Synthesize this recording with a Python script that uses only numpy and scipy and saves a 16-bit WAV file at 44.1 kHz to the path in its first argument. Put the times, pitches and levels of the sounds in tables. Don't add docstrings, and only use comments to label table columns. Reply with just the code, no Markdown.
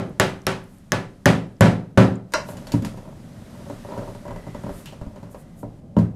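import sys
import numpy as np
from scipy import signal
from scipy.io import wavfile
from scipy.ndimage import uniform_filter1d, minimum_filter1d

SR = 44100
rng = np.random.default_rng(int(sys.argv[2]) if len(sys.argv) > 2 else 0)


def generate_wav(signal):
    frames = np.transpose(np.atleast_2d(signal))
    scaled = np.clip(frames, -1, 1) * 32767
    pcm = np.round(scaled).astype(np.int16)
    wavfile.write(sys.argv[1], SR, pcm)


def invert_db(level):
    return 10 ** (np.asarray(level, dtype=float) / 20)


N = 271215
LEAD = 8820

# (time [s], strength [dB], boom over the knock [dB], crack over the knock [dB], snap [dB])
BLOWS = [(-0.11, -5.5, -3.5, -13, -8), (0.1987, -11.5, -4, -5.5, 0), (0.4676, -16.5, -4, -5.5, -3),
         (0.92, -15.5, -2.5, -8, -4), (1.2575, -7.5, 0.5, -8.5, 1.5), (1.6086, -4.5, 2.5, -11, -9.5),
         (1.9745, -5, 2, -14, -13)]
# (pitch [Hz], level [dB], time to fall 60 dB [s])
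CABINET = [(76, -11, 0.12), (112.1, -1, 0.44), (172.9, -2.5, 0.32), (215.3, 0, 0.26), (285, 0, 0.18),
           (396, -3, 0.13), (518, -8, 0.12), (545, -8.5, 0.23), (588, 1, 0.14), (649, -6, 0.13),
           (821, -7, 0.053), (948.6, -1, 0.069), (1053, -14, 0.15), (1343, -11, 0.035), (1680, -1, 0.083),
           (2030, -11, 0.075), (2700, -8.5, 0.18), (2970, -7, 0.12), (4100, -9, 0.12), (4600, -7, 0.081),
           (5200, -10.5, 0.15), (5730, -1, 0.055), (6900, 4, 0.055), (11450, 0, 0.037)]


def rms_one(x):
    return x / np.sqrt(np.mean(x ** 2) + 1e-20)


def clock():
    return (np.arange(N + LEAD) - LEAD) / SR


def in_time(rows):
    s, db = np.transpose(rows)
    return np.interp(clock(), [s[0] - .02, *s, s[-1] + .02], [-120, *db, -120], left=-120)


def at_hz(points, hz):
    points = np.array(points)
    return np.interp(np.log(hz), np.log(points[:, 0]), points[:, 1])


def clicks(times, sizes):
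    out = np.full(N + LEAD, 1e-18)
    np.add.at(out, np.round(np.asarray(times) * SR).astype(int) + LEAD, sizes)
    return out


def ring(x, hz, t60):
    r, w = invert_db(-60 / (t60 * SR)), 2 * np.pi * hz / SR
    return signal.lfilter([0, np.sin(w)], [1, -2 * r * np.cos(w), r * r], x)


def drift(rate):
    r = np.exp(-80 * np.pi * rate / SR)
    slow = signal.lfilter([1], [1, -2 * r, r * r], rng.standard_normal((N + LEAD) // 40 + 2002))[2000:]
    return np.interp(np.arange(N + LEAD) / 40, np.arange(len(slow)), rms_one(slow))


def band_noise(low, high, order=2):
    sos = signal.butter(order, [low, high], "band", fs=SR, output="sos")
    return rms_one(signal.sosfilt(sos, rng.standard_normal(N + LEAD)))


def bands():
    edges_hz = 40 * 2 ** np.arange(0, 8.9, 1 / 3)
    white = rng.standard_normal((2, N + LEAD))
    for k, (low, high) in enumerate(zip(edges_hz, edges_hz[1:])):
        sos = signal.butter(2, [low, high], "band", fs=SR, output="sos")
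        yield np.sqrt(low * high), high - low, rms_one(signal.sosfilt(sos, white[k % 2]))


def coloured(spectrum, patchy_db, bank):
    out = 0
    for hz, width, noise in bank:
        out = out + noise * np.sqrt(width) * invert_db(at_hz(spectrum, hz) + patchy_db * drift(8.9))
    return rms_one(out)


def ring_modes(at, parts, modes, ring_db):
    soft_cycles = 0.37
    chance = rng.standard_normal((len(at), 2 * len(modes)))
    out = 0
    for k, (hz, level_db, t60) in enumerate(modes):
        push_db = parts[:, np.searchsorted([300, 1500, 5000], hz)]
        size = invert_db(push_db + level_db + ring_db + 2 * chance[:, 2 * k]) * np.sign(chance[:, 2 * k + 1])
        soft = np.exp(-hz / (soft_cycles * SR))
        gain = (1 - soft) * np.hypot(1, 2 * np.pi * soft_cycles)
        out = out + ring(signal.lfilter([gain], [1, -soft], clicks(at, size)), hz, t60)
    return out


def struck(rows, modes, bank, ring_db, snap_db, tail_db, tail_share, top_tilt_db, build_s):
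    part_hz = [150, 700, 2700, 8500]
    part_width_hz = [220, 1200, 3500, 9000]
    # (pitch [Hz], time to fall 60 dB [s], later scaled by tail_share)
    room_t60 = [(60, 0.2), (160, 0.48), (420, 0.45), (1100, 0.34), (2910, 0.3), (7680, 0.29)]
    build_cycles = 2.5
    rows = np.array(rows)
    at, snap, parts = rows[:, 0], rows[:, 1], rows[:, 2:]
    out = ring_modes(at, parts, modes, ring_db)
    per_hz = parts - 10 * np.log10(part_width_hz)
    loudest = np.maximum(per_hz[:, 2], per_hz[:, 3] + 6)
    brief = invert_db(-120 / (.008 * SR))
    for hz, width, noise in bank:
        db = np.array([at_hz(list(zip(part_hz, p)), hz) for p in per_hz])
        db += top_tilt_db * max(np.log2(hz / 9000), 0) - 14.0 * max(np.log2(90 / hz), 0)
        build = np.exp(-1 / (max(build_s, build_cycles / hz) * SR))
        fade = invert_db(-120 / (tail_share * at_hz(room_t60, hz) * SR))
        start_db = db + tail_db - 6.04 * np.clip(np.log2(1500 / hz), 0, 1)
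        tail = clicks(at, invert_db(2 * start_db))
        energy = signal.lfilter([1 - build], np.convolve([1, -fade], [1, -build]), tail)
        if hz > 900:
            burst_db = np.minimum(db - loudest, 0) + snap + snap_db
            energy += signal.lfilter([1], [1, -brief], clicks(at, invert_db(2 * burst_db)))
        out = out + noise * np.sqrt(np.abs(energy) * width)
    return out


def without_deep_bass(x):
    return signal.sosfilt(signal.butter(4, 68, "high", fs=SR, output="sos"), x)


def strokes(rows):
    attack_s, release_s = 0.065, 0.11
    gain = 0
    for s, length, db in rows:
        shape = np.interp(clock(), [s - attack_s, s, s + length, s + length + release_s], [0, 1, 1, 0])
        gain = gain + invert_db(db) * shape ** 2
    return gain


def blow_parts():
    s, strength, weight, hardness, snap = np.transpose(BLOWS)
    crack = strength + hardness
    return np.transpose([s, snap, strength + weight, strength, crack, crack - 12])


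def hammer(bank):
    # (pitch [Hz], level [dB], time to fall 60 dB [s])
    wall = [(79, -18, .3), (97.7, -9, 0.27), (115.35, -2, 0.43), (143.8, -9.5, 0.27), (167.8, -3, 0.46),
            (190.4, -1.5, 0.45), (215.3, -8, 0.4), (267, -8, 0.45), (382.3, -4.5, 0.39), (507.4, -17, 0.34),
            (533.6, -7, 0.36), (578, -5, 0.25), (613, -8, 0.22), (654, -15, 0.28), (720, -14.5, 0.37),
            (784, -15.5, .3), (860, -13, 0.3), (966, -14, 0.29), (1026, -21, 0.18), (1133, -10.5, 0.19),
            (1319, -22.5, 0.34), (1344, -17, 0.33), (1500, -10, 0.16), (1714, -2.5, 0.28)]
    return without_deep_bass(struck(blow_parts(), wall, bank, ring_db=-4.0, snap_db=-45, tail_db=-2.5,
                                    tail_share=1.054, top_tilt_db=-29.5, build_s=0.0026))


def head():
    # (pitch [Hz], level [dB], time to fall 60 dB [s])
    head_modes = [(1800, -2, 0.012), (2960, -13.5, .008), (5150, -13, 0.017), (6410, -8.5, .012),
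                  (7100, -9.5, 0.011), (11000, -5.5, .006), (13500, -15.5, 0.0065)]
    rows = np.array(BLOWS)
    chance = rng.standard_normal((len(rows), len(head_modes)))
    out = 0
    for k, (hz, db, t60) in enumerate(head_modes):
        sizes = invert_db(rows[:, 4] + db - 7.5 + 5.0 * chance[:, k])
        out = out + ring(clicks(rows[:, 0], sizes), hz, t60)
    return out


def rumble():
    floor_db, swell_db = -56, -41.5
    follows, crest_s = 0.23, 0.033
    contacts = np.vstack([blow_parts(), knock_parts()])
    r = np.exp(-1 / (crest_s * SR))
    pushes = clicks(contacts[:, 0], invert_db(2 * (swell_db + follows * contacts[:, 2])))
    swell = signal.lfilter([np.e * (1 - r)], [1, -2 * r, r * r], pushes)
    return np.sqrt(invert_db(2 * floor_db) + np.abs(swell)) * band_noise(22, 38)


def hum(bank):
    # (time [s], level [dB])
    hum_level = [(0, -41), (.8, -48), (2.27, -50.5), (2.4, -37.5), (4.3, -42), (5.3, -44), (6.15, -42)]
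    # (pitch [Hz], level per Hz [dB])
    hum_colour = [(12, -39), (20, -36), (70, -3), (123, 1.5), (198, 3), (434, -19), (574, -12.5),
                  (780, -21), (1290, -36), (3160, -43), (9670, -47.5), (14300, -58), (16000, -66.5)]
    return invert_db(in_time(hum_level)) * coloured(hum_colour, .5, bank)


def rustle(bank):
    # (time [s], level [dB])
    rustle_level = [(0, -67.5), (.75, -66), (1.3, -67.5), (2.25, -73.5), (2.48, -55), (2.95, -61.5),
                    (3.15, -63), (3.7, -53.5), (4.05, -53), (4.32, -59.5), (4.79, -53), (4.98, -63.5),
                    (5.5, -68), (5.8, -74)]
    # (pitch [Hz], level per Hz [dB])
    rustle_colour = [(710, -18), (1200, 4), (1660, -5), (1790, -0.5), (2200, -7), (2560, -5.5),
                     (11300, -13), (13900, -26.5), (16000, -15)]
    return invert_db(in_time(rustle_level)) * coloured(rustle_colour, .7, bank[12:])


def ticks():
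    # (time [s], level [dB], pitch [Hz], time to fall 60 dB [s])
    touches = [(0.0957, -48, 11000, .005), (0.295, -45, 11500, .005), (0.4184, -42, 6000, .004),
               (0.4675, -14.5, 5600, .012), (0.641, -45, 10500, .004), (0.7846, -45, 9500, .003),
               (0.9205, -17, 5150, 0.027), (1.2575, -13, 6060, 0.016), (1.5673, -54, 5200, .008),
               (2.156, -45, 7070, 0.023), (2.67, -38, 4500, 0.027), (2.7201, -32, 4540, 0.036),
               (2.848, -36, 4900, 0.022), (5.9663, -42, 3030, 0.036)]
    out = 0
    for s, db, hz, t60 in touches:
        out = out + ring(clicks([s], invert_db(db)), hz, t60)
        out = out + ring(clicks([s], invert_db(db - 4.5)), 1.14 * hz, 0.52 * t60)
    return out


def swishes():
    # (time of the crest [s], level [dB], length from crest to 1/e [s])
    brushes = [(0.734, -65.5, .09), (2.504, -49, 0.034), (4.78, -53.5, 0.061), (5.325, -57, 0.021),
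               (5.401, -59, 0.032), (5.602, -57.5, 0.032)]
    t = clock()
    return band_noise(7000, 13000) * sum(invert_db(db) * np.exp(-((t - s) / length) ** 2) for s, db, length in brushes)


def knock_parts():
    # (time [s], strength [dB], boom over the knock [dB], tick over the knock [dB])
    knocks = [(2.3217, -40.5, -4, -3.5), (2.4872, -25.5, -20, -23), (2.534, -33.5, -1, -30),
              (2.57, -39, -16, -6.5), (2.631, -53, 0, -11), (2.6698, -34.5, -17, -9),
              (2.7198, -33, 2, -1.5), (2.7388, -20, 12, -31), (2.823, -33.5, 16.5, -13),
              (2.8488, -28.5, 3, -7.5), (2.973, -33, -9, -21), (3.699, -26.5, -1.5, -27),
              (3.8484, -29.5, -15, -31), (3.8877, -28.5, -24, -29), (3.92, -25.5, -5, -30),
              (3.9765, -24, -3, -26.5), (4.0788, -31.5, 0, -32), (4.149, -32.5, -12, -23),
              (4.2532, -28.5, -25, -28), (4.2796, -28, -1, -26.5), (4.3081, -26.5, -12, -27.5),
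              (4.3608, -29, -3.5, -25), (4.4677, -29, -2, -27), (4.547, -27.5, -1, -26),
              (4.6354, -27.5, 2, -31), (4.664, -26.5, -2, -31), (4.6918, -25, -5, -31),
              (4.8579, -45.5, 2, 2.5), (4.924, -35, -1, -18), (5.013, -31, 2.5, -25.5),
              (5.065, -40, 9, -24), (5.1596, -33.5, -10, -24.5), (5.229, -33.5, 3, -25),
              (5.3454, -29.5, -18, -29.5), (5.6304, -26, 1, -50), (5.967, -15, 10, -36.5),
              (5.9868, -22.5, 14, -23)]
    s, strength, weight, hardness = np.transpose(knocks)
    tick = strength + hardness
    crack = strength + 0.8 * hardness
    return np.transpose([s, tick + 13.5, strength + weight, strength, crack, tick])


def cabinet(bank):
    return without_deep_bass(struck(knock_parts(), CABINET, bank, ring_db=-7.5, snap_db=-43.5, tail_db=-7.0,
                                    tail_share=0.99, top_tilt_db=-16, build_s=0.00083))


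def clack():
    # (time [s], snap level [dB], body level [dB], fall time [s], shortened below)
    s, snap_db, body_db, t60 = (2.3375, -15.5, -19.5, 0.3959)
    # (pitch [Hz], width [Hz], at least 40 is used, level [dB])
    panel = [(587, 52, 3), (970, 130, -2), (1385, 65, -3), (1617, 67, -13), (2000, 44, -15),
             (2620, 62, -13.5), (3040, 31, -24), (3800, 120, -24), (4060, 33, -13), (4670, 200, -17),
             (5090, 80, -15.5), (5600, 31, -10), (5660, 35, -22), (6200, 38, -33), (6760, 22, -44),
             (7840, 54, -46), (10900, 21, -37), (11900, 170, -31)]
    t = np.arange(SR // 2) / SR
    white = rng.standard_normal(len(t))
    body = 0
    for hz, width, db in panel:
        r = np.exp(-np.pi * max(width, 40) / SR)
        echoes = white * invert_db(-60 * t / t60 * (1.5 + hz / 30000))
        poles = [1, -2 * r * np.cos(2 * np.pi * hz / SR), r * r]
        body = body + invert_db(db) * signal.lfilter([(1 - r * r) / 2, 0, (r * r - 1) / 2], poles, echoes)
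    body = signal.sosfilt(signal.butter(2, [3150, 3550], "bandstop", fs=SR, output="sos"), body)
    body = signal.sosfilt(signal.butter(2, 6800, fs=SR, output="sos"), body)
    body /= np.std(body[:SR // 30])
    snap = invert_db(snap_db - 60 * t / 0.01) * signal.lfilter([.5, .5], [1, -.4], rng.standard_normal(len(t)))
    out, at = np.zeros(N + LEAD), round(s * SR) + LEAD
    out[at:at + len(t)] = invert_db(body_db) * body + snap
    return out


def slide():
    # (start [s], length [s], level [dB])
    slide_strokes = [(2.46, 0.65, -49), (3.55, 0.19, -46), (3.92, 0.15, -37.5), (4.26, 0.12, -44.5),
                     (4.45, 0.88, -54)]
    born = rng.random(N + LEAD) < 500 * invert_db(2.5 * drift(25)) / SR
    sizes = born * invert_db(4.5 * np.minimum(rng.exponential(1, N + LEAD), 4))
    out = 0
    for hz, level_db, t60 in CABINET[5:14]:
        grains = sizes * rng.standard_normal(N + LEAD) + 1e-18
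        out = out + invert_db(level_db) * ring(grains, hz, 0.5 * t60)
    return rms_one(out) * strokes(slide_strokes)


def whistle():
    # (start [s], length [s], level [dB])
    whistle_strokes = [(4.27, 0.3, -57.5), (5.41, 0.15, -71)]
    return rms_one(ring(rng.standard_normal(N + LEAD), 2000, 0.044)) * strokes(whistle_strokes)


def bumps():
    # (time [s], level before softening [dB], pitch [Hz])
    floor_bumps = [(4.708, -26, 60), (5.014, -23, 50), (5.067, -25, 55)]
    out = 0
    for s, db, hz in floor_bumps:
        push = signal.lfilter([.03], [1, -.97], clicks([s], invert_db(db)))
        out = out + ring(push, hz, 0.066)
    return out


def scrape():
    # (time [s], level [dB], pitch [Hz], width [Hz], time to fall 60 dB [s])
    s, db, hz, width, t60 = (4.858, -44, 2900, 700, 0.33)
    fade = signal.lfilter([1], [1, -invert_db(-60 / (t60 * SR))], clicks([s], invert_db(db)))
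    return band_noise(hz - width / 2, hz + width / 2, order=1) * fade


def scene():
    echoes = list(bands())
    air = [(hz, width, noise[::-1]) for hz, width, noise in echoes]
    hammering = hammer(echoes) + head() + rumble()
    background = hum(air) + rustle(air)
    small = ticks() + swishes() + bumps() + scrape()
    moving = cabinet(echoes) + clack() + slide() + whistle()
    return (hammering + background + small + moving)[None, LEAD:]


def top_cut(x):
    return signal.sosfilt(signal.butter(12, 16540, fs=SR, output="sos"), x)


def record(dry):
    limit_db, release_db_per_s = 0.37, 131
    dry = signal.sosfilt(signal.butter(6, 14500, fs=SR, output="sos"), dry)
    over_db = np.maximum(20 * np.log10(np.abs(dry) + 1e-9) - limit_db, 0)
    slope = release_db_per_s * np.arange(N) / SR
    held_db = np.maximum.accumulate(over_db + slope, axis=1) - slope
    widened_db = -minimum_filter1d(-held_db, size=41, axis=1)
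    ahead_db = uniform_filter1d(widened_db, size=41, axis=1)
    return top_cut(np.clip(dry * invert_db(-ahead_db), -1, 1))


dry = scene()
out = record(dry)
generate_wav(out)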